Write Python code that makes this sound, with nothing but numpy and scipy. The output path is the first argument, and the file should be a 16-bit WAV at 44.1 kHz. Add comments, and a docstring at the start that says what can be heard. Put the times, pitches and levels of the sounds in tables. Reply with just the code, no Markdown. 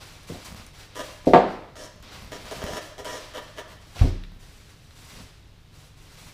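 """Foam slab dropped on a wooden table

A polystyrene end cap is pulled off a bagged appliance and dropped on a wooden table in a small, bare room.
The slab and the table top knock as decaying modes with a broad clack; the heavy appliance thumps back down.
A wooden chair creaks by stick-slip clicks through resonances, the bag crinkles as clicks and hiss and snaps
in short noise bursts, weight shuffles dully, and shaped noise and wavering tones make a low household hum."""
import sys
import numpy as np
from scipy import signal
from scipy.fft import rfft, irfft
from scipy.io import wavfile

SR = 44100
rng = np.random.default_rng(int(sys.argv[2]) if len(sys.argv) > 2 else 0)


def persist_wave(psi):
    """Save psi, clipped to +-1, as 16-bit WAV."""
    counts = np.round(np.clip(psi, -1, 1) * 32767).astype(np.int16)
    wavfile.write(sys.argv[1], SR, np.atleast_2d(counts).T)


N = 279153
T = np.arange(N) / SR  # s
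FREQS = np.maximum(np.fft.rfftfreq(8192, 1 / SR), 1)  # Hz, kept above zero for the log axis

# All levels are mix levels relative to their own layer; each layer sets its balance further down.

# still room noise: (frequency [Hz], density [dB per Hz])
AIR_SPECTRUM = [(20, 3), (38, -6.5), (65, -4.5), (105, -14), (150, -8), (200, -19.5), (300, -21),
                (450, -26), (800, -30), (1500, -32), (4000, -31.5), (7000, -42.5), (15000, -50.5)]
# steady household tones: (frequency [Hz], rms level [dB])
HUM_TONES = [(32.3, -62), (101, -57), (148, -69), (420, -73)]
# echo decay by band: (frequency [Hz], t60 [s])
ROOM_T60 = [(100, 0.27), (500, 0.77), (2000, 0.98), (5000, 0.82), (14000, 0.36)]

# arms and load shuffle on the table: (time [s], length [s], level [dB], swell from start to end [dB])
SHUFFLES = [(.29, .08, -42, -1), (.46, 0.18, -46, 2), (1.86, 0.59, -51.5, 14), (2.56, 0.1, -38, 9),
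            (2.69, 0.075, -40.5, -8), (3.05, 0.086, -47.5, 6), (3.68, 0.12, -53, 5),
            (4.31, 0.058, -49.5, 5), (5.1, 0.13, -56, -2), (6.23, 0.048, -49.5, 6)]
# dull rubbing colour: (frequency [Hz], density [dB per Hz])
SHUFFLE_SPECTRUM = [(25, 8), (70, 12), (130, 6), (220, 9.5), (320, -14), (500, -6), (1200, -8.5),
                    (5000, -26)]
# how a shuffle sets in and dies away: (attack [s], release time constant [s])
SHUFFLE_SHAPE = (0.0077, 0.011)

# a hand or the foam strokes the bag:
# (time [s], length [s], level [dB], swell from start to end [dB], relative fizz [dB])
RUSTLES = [(0, 0.28, -55, -13.5, -0.5), (.27, 0.21, -52, -2.5, 1), (.445, 0.021, -50, -12, 6.5),
           (.555, 0.15, -57, -18.5, -1.5), (.73, 0.053, -56, 2, 0), (.785, 0.037, -53.5, -4, 0.5),
           (.895, 0.045, -57, 5, -14), (1.03, 0.24, -56, -21, 1), (1.255, .05, -46.5, -10, -3),
           (1.47, 0.044, -55.5, 4, -5), (2.02, 0.099, -52.5, -2, -6), (2.11, 0.19, -55, -7, -0.5),
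           (2.31, 0.25, -51, 13.5, -1.5), (2.81, .1, -55, -10, 2.5), (3.19, 0.13, -52.5, -9, -1),
           (3.41, 0.17, -58.5, -6, -1), (3.67, 0.048, -57, 1, -0.5), (3.8, 0.21, -59.5, 10, 2.5),
           (3.945, 0.12, -47, -3, -7), (4.39, 0.3, -61, -3, 3), (4.68, 0.044, -62.5, -5.5, -1),
           (4.76, 0.17, -67, 8.5, 3), (4.95, 0.15, -57.5, 3, 4.5), (5.095, 0.12, -54.5, 3.5, 1),
           (5.26, 0.11, -71, 0, 3), (5.72, 0.12, -60.5, 3.5, 3.5), (5.96, 0.19, -60, 3, 2),
           (6.165, 0.12, -55.5, 2, 2.5)]
# body of the plastic film: (frequency [Hz], density [dB per Hz])
FILM_SPECTRUM = [(120, -1), (300, 2.5), (600, 0.5), (1000, 0), (1800, -1.5), (2500, -1.5), (4100, -2),
                 (5500, -5), (8000, -22), (15000, -30.5)]
# bright edge of the film: (frequency [Hz], density [dB per Hz])
FIZZ_SPECTRUM = [(3000, -12.5), (6000, 2.5), (8500, 0.5), (11000, -3), (15000, -8)]
# how a rustle sets in and dies away: (attack [s], release time constant [s])
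RUSTLE_SHAPE = (0.004, 0.038)
# single creases snap: (time [s], peak level [dB], relative fizz [dB])
SNAPS = [(0.233, -36, 1), (0.347, -33, -25), (.665, -32.5, 9), (.898, -50, -12), (0.95, -37, -6),
         (2.026, -37, 3), (3.046, -29, 5), (3.993, -27, -9), (4.021, -25.5, -6), (4.237, -31, -15.5),
         (4.909, -38.5, -27)]
# colour of a snap: (frequency [Hz], density [dB per Hz])
SNAP_SPECTRUM = [(500, -26.5), (1300, 0), (2000, -1.5), (4200, 0.5), (6000, -20.5), (15000, -47)]

# the chair creaks as weight shifts: (time [s], length [s], level [dB], swell from start to end [dB],
# relative low frame ring [dB], relative grit [dB])
CREAKS = [(.953, .062, -40, -4, 6, -3.5), (1.754, 0.096, -43.5, 4.5, 5, -2),
          (2.316, 0.041, -41.5, -1, 5, -4.5), (2.512, 0.014, -44.5, -21, 20.5, -1),
          (2.58, 0.19, -40.5, 8.5, 7, -4.5), (2.98, 0.033, -44.5, -6.5, 8.5, -6),
          (3.044, 0.13, -38, 0.5, 3, -4.5), (3.335, 0.053, -38.5, -4.5, 2, -25),
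          (3.564, 0.032, -38.5, -3, 2, -14)]
# a joint lets go with one hard slip: (time [s], level [dB])
SLIPS = [(.957, -22.5), (0.967, -23), (0.977, -27), (.99, -25), (1.012, -24), (2.456, -25), (2.5122, -19.5),
         (2.521, -27.5), (2.9816, -27.5), (3.0478, -24.5), (3.0572, -35), (3.338, -29.5), (3.567, -34),
         (3.579, -47), (3.72, -31.5)]
# resonances of the chair frame: (frequency [Hz], width [Hz], level [dB])
FRAME_MODES = [(300, 32, -13), (392, 56, -13), (512, 25, -6.5), (612.3, 33, -4.5), (713, 64, -14.5)]
# resonances of its thin rails: (frequency [Hz], width [Hz], level [dB])
RAIL_MODES = [(979, 88, 2.5), (1220, 160, -2.5), (1720, 200, -4.5), (1880, 120, -10), (2830, 170, -13.5),
              (3188, 290, -8.5), (3710, 74, -16), (5420, 900, -17)]
# dry wood fibres: (frequency [Hz], density [dB per Hz])
GRIT_SPECTRUM = [(1500, -49.5), (3500, 0), (5600, 9), (7500, 1), (10000, -3.5), (15000, -16)]
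# how a creak sets in and dies away: (attack [s], release time constant [s])
CREAK_SHAPE = (0.0019, .012)

# blows on the table, soft contacts having a low cut-off and a held slab a short damping:
# (time [s], foam slab level [dB], table top level [dB], contact cut-off [Hz], slab damping time constant [s])
KNOCKS = [(0.2965, -23, -44, 433, 0.026), (.341, -40, -66, 725, 0.17), (1.247, -48, -63, 2980, 0.025),
          (1.2688, -10.5, -31, 607, 0.43), (1.335, -6.5, -35, 7000, 0.58),
          (1.354, -12.5, -36.5, 1130, 0.49), (3.958, -44, -43, 1207, 0.06), (3.992, -33.5, -34, 354, 0.06),
          (4.0109, -39, -9, 210, 0.052), (4.013, -33, -54, 2500, 0.46), (4.04, -23.5, -11.5, 430, 0.36),
          (4.049, -28.5, -21, 428, 0.15), (5.164, -40.5, -50.5, 261, 0.067), (5.191, -34, -45, 224, 0.093),
          (5.233, -52, -47.5, 259, 0.05)]
# hollow ring of the foam slab lying on the table: (frequency [Hz], level [dB])
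SLAB_MODES = [(197, -9), (257, 1.5), (284, -0.5), (349, 1.5), (382, -1.5), (470, -28), (489, 1), (522, -5),
              (554, 0.5), (584, 1.5), (642, 4), (681, -50), (713, 10.5), (756, 2.5), (782, 2), (855, -54),
              (906, 4.5), (936, 0), (997, -38), (1034, -12), (1079, -0.5), (1116, -34.5), (1167, 1.5),
              (1200, -42.5), (1231, -28), (1327, -7), (1645, -5.5)]
# broad, dense clack of the slab: (frequency [Hz], density [dB per Hz])
CLACK_SPECTRUM = [(45, -38.5), (90, -14.5), (155, 7), (220, 0.5), (350, 3), (700, 0), (1200, -7),
                  (1900, -14), (2800, -20), (4300, -25.5), (6000, -38), (15000, -25.5)]
# ring of the table top: (frequency [Hz], level [dB], t60 [s])
TABLE_MODES = [(33.4, -13.5, 0.79), (52.3, -1.5, 0.41), (76.4, -8, 0.18), (89.6, 0.5, 0.35),
               (114, -14.5, 0.27), (162, -29, .25), (183, -29.5, 0.91), (254, -15.5, 0.2), (314, -25, .4),
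               (368.4, -29.5, 0.45), (476, -43, 0.15)]


def undb(db):
    """Decibels to gain."""
    return 10 ** (np.asarray(db) / 20)


def along(points, hz):
    """Read (frequency, value) points on a log-frequency axis."""
    f, v = np.transpose(points)
    return np.interp(np.log(hz), np.log(f), v)


def unit(x):
    """Scale to rms 1."""
    return x / np.sqrt(np.mean(x ** 2))


def ring(x, response):
    """Pass a drive through an impulse response."""
    return signal.fftconvolve(x, response)[:len(x)]


def fade60(t, t60):
    """Exponential decay that falls 60 dB in t60 seconds."""
    return np.exp(-np.log(1000) * t / t60)


def causal(gain):
    """Sharp-fronted (minimum-phase) impulse response of unit energy with the given gain over FREQS."""
    cepstrum = irfft(np.log(gain))
    half = len(cepstrum) // 2
    # folding the cepstrum forward packs the energy at the front
    cepstrum[1:half] *= 2
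    cepstrum[half + 1:] = 0
    h = irfft(np.exp(rfft(cepstrum)))[:half]
    return h / np.linalg.norm(h)


def colour(points):
    """Impulse response of a (frequency, dB) spectrum."""
    return causal(undb(along(points, FREQS)))


def resonances(modes):
    """Impulse response of (frequency, width, dB) resonances, summed in power."""
    power = 0
    for hz, width, db in modes:
        detuning = (FREQS ** 2 - hz ** 2) / (FREQS * width)
        power = power + undb(db) ** 2 / (1 + detuning ** 2)
    return causal(np.sqrt(power))


def lowpass(x, hz, order):
    """Smooth low-pass."""
    return signal.sosfilt(signal.butter(order, min(hz, SR / 2 - 1), fs=SR, output="sos"), x)


def highpass(x, hz, order):
    """Smooth high-pass."""
    return signal.sosfilt(signal.butter(order, hz, "high", fs=SR, output="sos"), x)


def add(out, s, sound):
    """Mix a sound in at a time."""
    i = max(int(s * SR), 0)
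    out[i:i + len(sound)] += sound[:N - i]


def strokes(rows, shape):
    """Gain curves of strokes that set in, swell or ease, then die away: the level, then each relative part."""
    attack_s, release_s = shape
    gains = 0
    for s, length, db, swell_db, *relative in rows:
        progress = np.clip((T - s) / length, 0, 1)
        attack = np.clip((T - s) / attack_s, 0, 1)
        release = np.exp(-np.clip((T - s - length) / release_s, 0, 20))
        envelope = undb(db + swell_db * (progress - 0.5)) * attack * release
        gains = gains + np.outer(undb([0, *relative]), envelope)
    return gains


def clicks(rate, spread_db):
    """Random clicks, rate per second on average, of uneven size and either sign."""
    size = undb(spread_db * np.clip(rng.standard_normal(N), -2, 2))
    happens = rng.random(N) < rate / SR
    return unit(happens * size * rng.choice([-1, 1], N))


def friction(rate, spread_db, slide_db):
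    """Uneven clicks over a smooth sliding hiss."""
    return unit(clicks(rate, spread_db) + undb(slide_db) * rng.standard_normal(N))


def room_tail(early_db, early_s, gap_s):
    """Diffuse echoes of unit energy: a burst from the near walls, then a tail with its own decay per band."""
    t = T[:SR * 3 // 4]
    noise = rfft(rng.standard_normal(len(t)))
    f = np.fft.rfftfreq(len(t), 1 / SR) + 1
    centres, t60s = np.transpose(ROOM_T60)
    tail = 0
    # each row of the identity matrix gives one band, cross-fading into its neighbours
    for share, t60 in zip(np.eye(len(centres)), t60s):
        band = irfft(noise * np.interp(np.log(f), np.log(centres), share), len(t))
        tail = tail + band * fade60(t, t60)
    burst = 1 + undb(early_db) * np.exp(-t / early_s)
    tail *= burst * np.minimum(t / gap_s, 1)
    return tail / np.linalg.norm(tail)


def in_room(x, direct_db, room_db):
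    """Direct sound plus the echoes belonging to one spot in the room."""
    echoes = ring(x, room_tail(early_db=17.5, early_s=0.0092, gap_s=0.011))
    return undb(direct_db) * x + undb(room_db) * echoes


def household(air_db=-47.5, waver_rad=0.6):
    """Low rumble and faint hiss from shaped noise, with a motor hum whose phase slowly wavers."""
    air = unit(ring(rng.standard_normal(N), colour(AIR_SPECTRUM))) * undb(air_db)
    hum = 0
    for hz, db in HUM_TONES:
        drift = unit(lowpass(rng.standard_normal(N), 0.97, order=2))
        tone = np.sin(2 * np.pi * hz * T + waver_rad * drift)
        hum = hum + np.sqrt(2) * undb(db) * tone
    return air + hum


def shuffling():
    """Dull rubbing and small bumps as the weight moves: sparse clicks and hiss with little treble."""
    level, = strokes(SHUFFLES, SHUFFLE_SHAPE)
    drive = friction(rate=95, spread_db=6.5, slide_db=-5.0)
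    return ring(level * drive, colour(SHUFFLE_SPECTRUM))


def bag(crease_rate=250, spread_db=6, slide_db=-3, film_db=-2, fizz_db=-8.5, spots=3):
    """Thin film buckles in many tiny creases and hisses as it slides, at several spots at once."""
    level, bright = strokes(RUSTLES, RUSTLE_SHAPE)
    out = 0
    for _ in range(spots):
        film_drive = friction(crease_rate, spread_db, slide_db)
        fizz_drive = friction(crease_rate, spread_db, slide_db)
        film = ring(undb(film_db) * level * film_drive, colour(FILM_SPECTRUM))
        fizz = ring(undb(fizz_db) * bright * fizz_drive, colour(FIZZ_SPECTRUM))
        out = out + in_room(film + fizz, direct_db=-6.0, room_db=-0.5)
    return out


def snaps(decay_s=0.00159, snap_db=-1):
    """Larger creases flip over with a tick, a very short noise burst, some with a fizzy edge."""
    out, t = np.zeros(N), T[:SR // 50]
    for s, db, fizz_db in SNAPS:
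        burst = rng.standard_normal(len(t)) * np.exp(-t / decay_s)
        tick = ring(burst, colour(SNAP_SPECTRUM) + undb(fizz_db) * colour(FIZZ_SPECTRUM))
        add(out, s, undb(db + snap_db) * tick / np.abs(tick).max())
    return out


def chair(frame_db=-1, rails_db=1, grit_db=-1, slip_db=14, slip_rails_db=2, slip_grit_db=-6):
    """Stick-slip in the joints: uneven slips ring frame and rails, and dry wood fibres add grit."""
    level, low, grit = strokes(CREAKS, CREAK_SHAPE)
    slipping = friction(rate=260, spread_db=6.5, slide_db=-9)
    scraping = friction(rate=980, spread_db=0, slide_db=7.5)
    hard = np.zeros(N)
    for s, db in SLIPS:
        add(hard, s, undb([db + slip_db]) / 2)  # a single-sample impulse
    frame_drive = undb(frame_db) * low * slipping + hard
    rails_drive = undb(rails_db) * level * slipping + undb(slip_rails_db) * hard
    grit_drive = undb(grit_db) * grit * scraping + undb(slip_grit_db) * hard
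    frame = ring(frame_drive, resonances(FRAME_MODES))
    rails = ring(rails_drive, resonances(RAIL_MODES))
    fibres = ring(grit_drive, colour(GRIT_SPECTRUM))
    return frame + rails + fibres


def slab_blow(ring_db=-14.5, t60=0.7, loss=0.62, sag_db=-4.0, sag_s=0.046, clack_db=12.0):
    """One blow on the foam slab: a crack at contact, boxy low modes, and a broad clack that fills the room."""
    clack = room_tail(early_db=2, early_s=0.042, gap_s=0.001) * undb(14.0)
    clack[0] += undb(2.5)  # the crack
    t = T[:len(clack)]
    phases = rng.uniform(0, 2 * np.pi, len(SLAB_MODES))
    lowest = SLAB_MODES[0][0]
    modes = 0
    for (hz, db), phase in zip(SLAB_MODES, phases):
        mode_t60 = t60 / (hz / lowest) ** loss  # foam loses its higher modes sooner
        modes = modes + undb(db) * np.sin(2 * np.pi * hz * t + phase) * fade60(t, mode_t60)
    # the ring is strongest until the slab has settled flat
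    modes *= (1 + undb(sag_db) * np.exp(-t / sag_s)) * np.minimum(t / 0.00027, 1)
    return undb(ring_db) * modes + undb(clack_db) * ring(clack, colour(CLACK_SPECTRUM))


def table_blow(t):
    """One blow on the table top: its modes ring and die away, each at its own rate."""
    modes = 0
    for hz, db, t60 in TABLE_MODES:
        modes = modes + undb(db) * np.sin(2 * np.pi * hz * t) * fade60(t, t60)
    return modes


def knocks():
    """Each blow rings slab and table top; a soft contact leaves out the treble, a grip damps the foam."""
    out, t = np.zeros(N), T[:SR * 3 // 4]
    table = table_blow(t)
    for s, slab_db, table_db, contact_hz, damp_s in KNOCKS:
        slab = slab_blow() * np.exp(-t / damp_s)
        blow = undb(slab_db) * slab + undb(table_db) * table
        add(out, s, lowpass(blow, contact_hz, order=5))
    return out


def scene(width_db=-20):
    """Nearly mono; a faint, treble-weighted diffuse layer follows the handling, opposite in the two channels."""
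    creaks = in_room(chair(), direct_db=-6.5, room_db=-3)
    ticks = in_room(snaps(), direct_db=-2.0, room_db=-6.0)
    handling = creaks + bag() + ticks
    mid = household() + shuffling() + handling + knocks()
    diffuse = ring(handling, room_tail(early_db=23.0, early_s=0.009, gap_s=0.002))
    side = undb(width_db) * highpass(diffuse, 3000, order=1)
    return np.array([mid + side, mid - side])


def record(dry, low_cut_hz=24, ceiling=0.95, top_hz=15400):
    """The microphone loses the deepest bass; the loudest peaks are rounded and the top is cut."""
    sound = highpass(dry, low_cut_hz, order=2)
    rounded = sound / (1 + (sound / ceiling) ** 4) ** (1 / 4)
    return signal.sosfilt(signal.ellip(10, 0.2, 80, top_hz, fs=SR, output="sos"), rounded)


dry = scene()
out = record(dry)
persist_wave(out)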